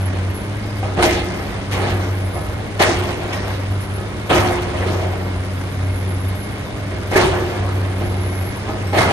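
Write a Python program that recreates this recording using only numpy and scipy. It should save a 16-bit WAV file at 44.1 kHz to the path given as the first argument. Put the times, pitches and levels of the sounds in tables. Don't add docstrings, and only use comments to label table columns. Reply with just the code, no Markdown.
import sys
import numpy as np
from scipy import signal
from scipy.fft import rfft, irfft, next_fast_len
from scipy.io import wavfile

SR = 44100
rng = np.random.default_rng(int(sys.argv[2]) if len(sys.argv) > 2 else 0)


def bounce(signal):
    frames = np.transpose(np.atleast_2d(signal))
    limited = np.clip(frames, -1, 1)
    pcm = np.round(limited * 32767).astype(np.int16)
    wavfile.write(sys.argv[1], SR, pcm)


def invert_db(x):
    u = np.asarray(x, float) / 20
    return 10 ** u


N = 402191
STEP = 32
COARSE = np.arange(N // STEP + 1) * STEP / SR


def rms_one(x):
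    return x / np.sqrt(np.mean(x ** 2) + 1e-20)


def at_hz(points, hz, column=1):
    points = np.array(points)
    return np.interp(np.log(hz), np.log(points[:, 0]), points[:, column])


def stretch(coarse):
    return np.interp(np.arange(N) / STEP, np.arange(len(coarse)), coarse)


def drift(rate_hz):
    r = np.exp(-2 * np.pi * STEP * rate_hz / SR)
    noise = rng.standard_normal(len(COARSE) + 2000)
    return rms_one(signal.lfilter([1], [1, -2 * r, r * r], noise)[2000:])


def ring(clicks, hz, t60):
    r = invert_db(-60 / (t60 * SR))
    w = 2 * np.pi * hz / SR
    return signal.lfilter([0, np.sin(w)], [1, -2 * r * np.cos(w), r * r], clicks + 1e-18)


def lag(aim, up_s, down_s):
    out, up, down = [aim[0]], STEP / SR / up_s, STEP / SR / down_s
    for goal in aim[1:].tolist():
        out.append(out[-1] + (goal - out[-1]) * (up if goal > out[-1] else down))
    return np.array(out)


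# start t/s, end t/s, firing f/Hz, firing tone level/dB, turbo aim f/Hz
LOAD_PULLS = [(0, 0.313, 93.3, -20, 11390), (0.743, 1.412, 94.9, -28.5, 9850),
              (1.518, 1.71, 96.4, -25, 10700), (1.721, 2.364, 95.7, -21.5, 11100),
              (2.7, 3.023, 94.18, -27.5, 10300), (3.172, 3.4, 98.8, -28, 10700),
              (3.4, 3.949, 97.6, -23, 11200), (4.368, 4.75, 92.2, -26, 10550),
              (4.75, 5.47, 93.8, -21.5, 10830), (5.471, 5.669, 94, -25.5, 10840),
              (5.655, 6.361, 94.4, -21, 11340), (6.722, 7.499, 96, -27, 10440),
              (7.552, 8.451, 94.9, -20.5, 11310), (8.767, 9.198, 92.2, -24.5, 10300)]


def governor():
    free_hz, free_db, free_turbo_hz = 103.2, -29.5, 9550
    sag_s, recover_s, fuel_s = .13, .07, .04
    manifold_s, spool_up_s, spool_down_s = .1, .28, .24
    aims = np.outer([free_hz, free_db, free_turbo_hz], np.ones(len(COARSE)))
    for start, end, *aim in LOAD_PULLS:
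        aims[:, (COARSE >= start) & (COARSE < end)] = np.array(aim)[:, None]
    aims[:, 0] += [3.5, 0, -170]
    firing_hz = lag(aims[0], recover_s, sag_s)
    tone_db = lag(aims[1], fuel_s, fuel_s)
    gas_hz = lag(aims[2], manifold_s, manifold_s)
    return firing_hz, tone_db, lag(gas_hz, spool_up_s, spool_down_s)


# multiple of firing rate [1], level/dB re second order
SHAFT_ORDERS = [
    (.5, -29),
    (1.5, -27),
    (2.83, -2.5),
    (3, -5),
    (4, -8),
]


def exhaust():
    second_db, second_follows = -38, 0.21
    crank_db = -48.5
    firing_hz, tone_db, _ = governor()
    second_db = second_db + second_follows * (tone_db - tone_db.mean()) + 1.08 * drift(2.03)
    phase = 2 * np.pi * np.cumsum(firing_hz + 0.598 * drift(5.74)) * STEP / SR
    out = invert_db(tone_db + 2.2 * drift(4.5)) * np.sin(phase + 0.057 * drift(27.0))
    out += invert_db(crank_db + 1.5 * drift(2.5)) * np.sin(phase / 3)
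    for multiple, level_db in [(2, 1.5)] + list(SHAFT_ORDERS):
        gain = invert_db(second_db + level_db + 2.0 * drift(8.7))
        out += gain * np.sin(multiple * phase + 0.26 * drift(5.7))
    return np.sqrt(2) * signal.resample_poly(out, STEP, 1)[:N]


def turbo():
    hz = governor()[2]
    level_db = -41 + 13 * (hz / 1000 - 11)
    gain = stretch(invert_db(level_db + 3.3 * drift(20.0)))
    return gain * np.sin(2 * np.pi * np.cumsum(stretch(hz + 50 * drift(30.2))) / SR)


# t/s, peak level/dB, treble lift level/dB, t60 t/s, rise t/s
IMPACTS = [(.826, -12, -4, 0.73, 0.0026), (.962, -4.5, -5, 0.75, 0.014), (.987, -4, -2.5, 0.31, 0.0025),
           (1.025, 1, 6, 0.46, 0.00097), (1.16, -9.5, -6, 0.21, 0.0045), (1.71, -6.5, 3.5, 1.42, .014),
           (1.795, -2.5, -0.5, 0.82, 0.023), (2.353, -12.5, -10, .4, 0.0053), (2.793, 2, 4, 0.94, 0.012),
           (2.818, -5.5, 8.5, 0.87, 0.0012), (2.993, -17, 8, 0.36, .008), (3.329, -13, 10, 0.28, 0.0019),
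           (3.97, -15, -13, 0.49, .006), (4.294, 4, 0, 0.9, 0.01), (4.359, -6.5, 4, 1.05, 0.0053),
           (4.619, -15, 12.5, 0.13, 0.003), (4.863, -9.5, 1, 0.56, 0.0047), (6.909, -16, -6, 0.64, 0.0047),
           (7.106, -1, 3.5, 0.97, .04), (7.156, 0.5, 2.5, 1.24, .0037), (8.009, -11, -11.5, 0.56, 0.007),
           (8.673, -12, -10, 0.4, 0.0086), (8.926, -2, -1, 1.2, 0.023), (8.969, -2.5, 4.5, 1.2, .008)]
# f/Hz, level/dB, t60 t/s
STEEL_MODES = [(357, -15, 0.97), (355.7, -5, 2.1), (402, -8, .1), (455, -0.5, .15), (632, 1.5, 0.15),
               (751, -1.5, 0.099), (803, 4.5, 0.13), (1270, -5.5, 0.29), (1716, -8.5, .15), (2150, -8, .1)]


def steel():
    ring_db, ring_per_lift = -29.5, -0.26
    chatter_s, spread_db = .03, 2.5
    s, peak_db, lift_db, _, _ = np.transpose(IMPACTS)[:, :, None]
    touches = ((s + chatter_s * rng.random((len(s), 4))) * SR).astype(int)
    out = 0
    for hz, level_db, t60 in STEEL_MODES:
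        chance_db = rng.normal(0, spread_db, touches.shape)
        clicks = np.zeros(N)
        clicks[touches] = invert_db(peak_db + ring_db + ring_per_lift * lift_db + level_db + chance_db)
        out = out + ring(clicks, hz, t60)
    return out


# t/s, f/Hz, level/dB, t60 t/s
STRUCK_PIECES = [(.635, 5000, -39, .15), (.7, 5000, -40, 0.17), (.77, 5000, -41, .12), (.83, 770, -21, .06),
                 (.988, 732, -10, 0.061), (4.31, 755, -11, 0.11), (4.866, 379, -17.5, .12),
                 (1.028, 2075, -16, 0.084), (3.295, 5000, -34, 0.11), (3.329, 5463, -27, .05),
                 (3.341, 1874, -25, 0.078), (6.43, 10540, -40, 0.32), (6.445, 9550, -50, 0.31),
                 (7.157, 1705, -12, 0.052), (7.159, 377.5, -5, 0.12), (1.031, 342, -14, 0.11),
                 (2.803, 350, -10, 0.097), (8.87, 5410, -33, .05), (8.872, 8250, -39, 0.052),
                 (8.99, 2100, -16, .08)]


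def clinks():
    out = 0
    for s, hz, level_db, t60 in STRUCK_PIECES:
        click = invert_db(level_db) * (np.arange(N) == int(s * SR))
        out = out + ring(click, hz, t60)
    return out


# t/s, hold t/s, lumps level/dB, grit level/dB
RUBBLE_SLIDES = [(0.027, 0.17, -20, -37), (0.985, 0.15, -17, -20.5), (1.253, 0.3, -19.5, -35),
                 (1.76, 0.26, -26, -35), (2.1, .6, -22.5, -54), (2.793, 0.73, -18, -33),
                 (4.279, 0.44, -16, -31), (4.72, 0.31, -13, -32.5), (5.049, 0.23, -19, -45),
                 (7.113, 0.091, -11, -27), (7.449, 0.39, -17, -36.5), (7.95, 0.93, -23, -39.5),
                 (8.92, .3, -6.5, -25)]


def slides():
    rise_s, fade_db_per_s = 0.023, 78
    s, hold_s, lumps_db, grit_db = np.transpose(RUBBLE_SLIDES)[:, :, None]
    times = COARSE[::8]
    age = np.maximum(times - s, 0)
    shape = (1 - np.exp(-age / rise_s)) * invert_db(-fade_db_per_s * np.maximum(age - hold_s, 0))
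    totals = [np.sqrt(np.sum((shape * invert_db(db)) ** 2, axis=0)) for db in (lumps_db, grit_db)]
    return [np.interp(COARSE, times, total) for total in totals]


# f/Hz, density level/dB per Hz
CONCRETE_SPECTRUM = [(30, -10), (60, -2.5), (150, -9.5), (240, -12.5), (400, -4), (800, -5), (1300, -13),
                     (2200, -13), (3500, -20), (5500, -23), (7200, -41.5), (8800, -30), (11000, -29),
                     (12500, -40)]


def debris(hz, clumps):
    s, peak_db, lift_db, t60, rise_s = np.transpose(IMPACTS)[:, :, None]
    times = COARSE[::3]
    age = np.maximum(times - s, 0)
    octaves = np.log2(hz / 700)
    rise = 1 - np.exp(-age / (rise_s + (8.4 / hz) ** 2))
    crack_db = 3.5 * np.exp(-age / 0.023)
    decay_db = 60 * age / (t60 * 2 ** (-.12 * octaves))
    bursts = rise * invert_db(peak_db + 3.0 + crack_db + lift_db * octaves / 3 - decay_db)
    burst_power = np.interp(COARSE, times, np.sum(bursts ** 2, axis=0))
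    lumps, grit = slides()
    treble = np.clip(octaves / 2, 0, 1)
    trickle = (lumps * invert_db(6.5)) ** (1 - treble) * (grit * invert_db(21)) ** treble
    colour = invert_db(at_hz(CONCRETE_SPECTRUM, hz) + 1.0 * clumps + 2.25 * drift(11.8))
    return colour * np.sqrt(burst_power + trickle ** 2)


def chunks(clumps):
    struck = rng.random(N) < 250 / SR
    strength = invert_db(5.5 * np.minimum(rng.exponential(1, N), 4))
    knocks = struck * strength * rng.choice([-1, 1], N) * stretch(debris(940, clumps))
    dealt = rng.integers(0, 10, N)
    out = 0
    for k, hz in enumerate(np.geomspace(280, 5000, num=10)):
        out = out + invert_db(at_hz(CONCRETE_SPECTRUM, hz) - 19.5) * ring(knocks * (dealt == k), hz, 9.0 / hz)
    return out


# t/s, level/dB, centre f/Hz, t60 t/s
LANDINGS = [
    (1.02, -9, 139, 0.45),
    (1.1, -5, 65.4, 3.6),
    (2.9, 2, 90, .9),
    (4.33, -2, 80, 2.4),
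    (4.36, -5, 220, 0.9),
    (7.2, -2, 129.3, 0.71),
    (7.26, 9, 69.8, 0.66),
    (8.95, -9, 150, .9),
]


def thuds(hz):
    s, level_db, centre_hz, t60 = np.transpose(LANDINGS)[:, :, None]
    times = COARSE[::8]
    age = np.maximum(times - s, 0)
    band_db = -32 * np.log2(hz / centre_hz) ** 2
    swell = (1 - np.exp(-age / 0.055)) * invert_db(level_db + 3.5 - 60 * age / t60 + band_db)
    return np.interp(COARSE, times, np.sqrt(np.sum(swell ** 2, axis=0)))


# f/Hz, rms level/dB, t60 t/s
RESONANCES = [
    (610.5, -50, 1),
    (1830, -75, 0.66),
    (2161, -51.5, 0.097),
    (3614, -60, 0.17),
    (5000, -58, .05),
]


def whines():
    noise = rng.standard_normal(N)
    out = 0
    for hz, level_db, t60 in RESONANCES:
        out = out + stretch(invert_db(level_db + 2.5 * drift(2.8))) * rms_one(ring(noise, hz, t60))
    return out


# f/Hz, density level/dB per Hz
ROAR_SPECTRUM = [(30, 9), (60, 5), (150, -2), (240, -8), (400, -5.5), (800, -10), (1300, -14), (2200, -17),
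                 (3500, -23), (5500, -25), (7200, -47.5), (8800, -40), (11000, -26), (12500, -44)]


def roar(hz):
    return invert_db(-10 + at_hz(ROAR_SPECTRUM, hz) + 0.96 * drift(25.0))


def bands(sources, edges, rate):
    for k, (low, high) in enumerate(zip(edges, edges[1:])):
        sos = signal.butter(2, [low, high], "band", fs=rate, output="sos")
        yield np.sqrt(low * high), signal.sosfilt(sos, sources[k % 2])


def noise_field(clumps):
    edges = 36 * 2 ** np.arange(0, 9, .5)

    def level(hz):
        return np.sqrt(roar(hz) ** 2 + debris(hz, clumps) ** 2 + thuds(hz) ** 2)

    grains = rms_one(rng.laplace(0, 1, (2, N)) * (rng.random((2, N)) < 9000 / SR))
    streams = grains, grains[:, ::-1].copy()
    highs = sum(stretch(level(hz)) * band for hz, band in bands(streams, edges[7:], SR))
    rumble = rng.standard_normal((2, 2, len(COARSE))) * invert_db(1.5) / np.sqrt(STEP)
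    lows = sum(level(hz) * band for hz, band in bands(rumble, edges[:8], SR / STEP))
    lows = signal.sosfilt(signal.butter(4, 61.2, "high", fs=SR / STEP, output="sos"), lows)
    return highs + signal.resample_poly(lows, STEP, 1, axis=1)[:, :N]


def yard(x):
    t60_s, echo_db, first_echo_s = 1, 2.5, .012
    t = np.arange(SR // 2) / SR
    tail = rng.standard_normal((2, len(t))) * invert_db(-60 * t / t60_s) * (t > first_echo_s)
    tail = tail / np.linalg.norm(tail, axis=1)[:, None]
    return x + invert_db(echo_db) * signal.oaconvolve(x[None], tail, axes=1)[:, :N]


def scene():
    clumps = np.tanh(drift(8.1))
    here, other = noise_field(clumps) + yard(steel() + clinks() + chunks(clumps) + whines())
    return np.array([here + exhaust() + turbo(), other])


# f/Hz, coherence 0-1 [1], right over left level/dB, right lead phase/rad
STEREO_PAIR = [(60, .98, 1, 0), (250, .8, .5, 0), (800, .4, -1.5, 0), (1900, .5, 2, 1.3), (2900, .45, 2, 3.3),
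               (4100, .25, -2, 6.4), (4900, .35, -7, 9.5), (6400, .3, -10, 11.6), (8300, .55, -2, 12.7),
               (8900, .9, 0, 12.7), (9750, 1, 0, 5 * np.pi), (10500, 1, 0, 5 * np.pi), (11200, .8, -1, 17.4),
               (11750, .97, 0, 6 * np.pi)]


def stereo_curve(column):
    hz = np.maximum(np.fft.rfftfreq(next_fast_len(N), 1 / SR), 1)
    return at_hz(STEREO_PAIR, hz, column)


def unsteady_top(x):
    top_hz, swing_hz, hz_per_db = 11480, 594, 28
    grid_hz, lowest_hz = 344, 11180
    hz, s, frames = signal.stft(x.astype(np.float32), SR, nperseg=2048)
    edge = top_hz + swing_hz * np.tanh(1.5 * np.interp(s, COARSE, drift(9.0)))
    loud_db = 10 * np.log10(np.sum(np.abs(frames[0, 200:400]) ** 2, axis=0) + 1e-12)
    edge = edge + hz_per_db * (loud_db - np.median(loud_db))
    edge = np.maximum(grid_hz * np.round(edge / grid_hz), lowest_hz)
    return signal.istft(frames * (hz[:, None] < edge), SR, nperseg=2048)[1][:, :N]


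def roll_off(x):
    return signal.sosfilt(signal.butter(12, 13040, fs=SR, output="sos"), x)


def record(dry):
    alike = np.clip(stereo_curve(column=1), 0, 1)
    here, other = rfft(dry, next_fast_len(N))
    mixed = alike * here + np.sqrt(1 - alike ** 2) * other
    right = mixed * invert_db(stereo_curve(column=2)) * np.exp(1j * stereo_curve(column=3))
    x = np.array([dry[0], irfft(right, next_fast_len(N))[:N]])
    x = 1.234 * np.tanh(x / 1.268)
    x = signal.sosfilt(signal.butter(6, 11800, fs=SR, output="sos"), x)
    return roll_off(unsteady_top(x))


dry = scene()
out = record(dry)
bounce(out)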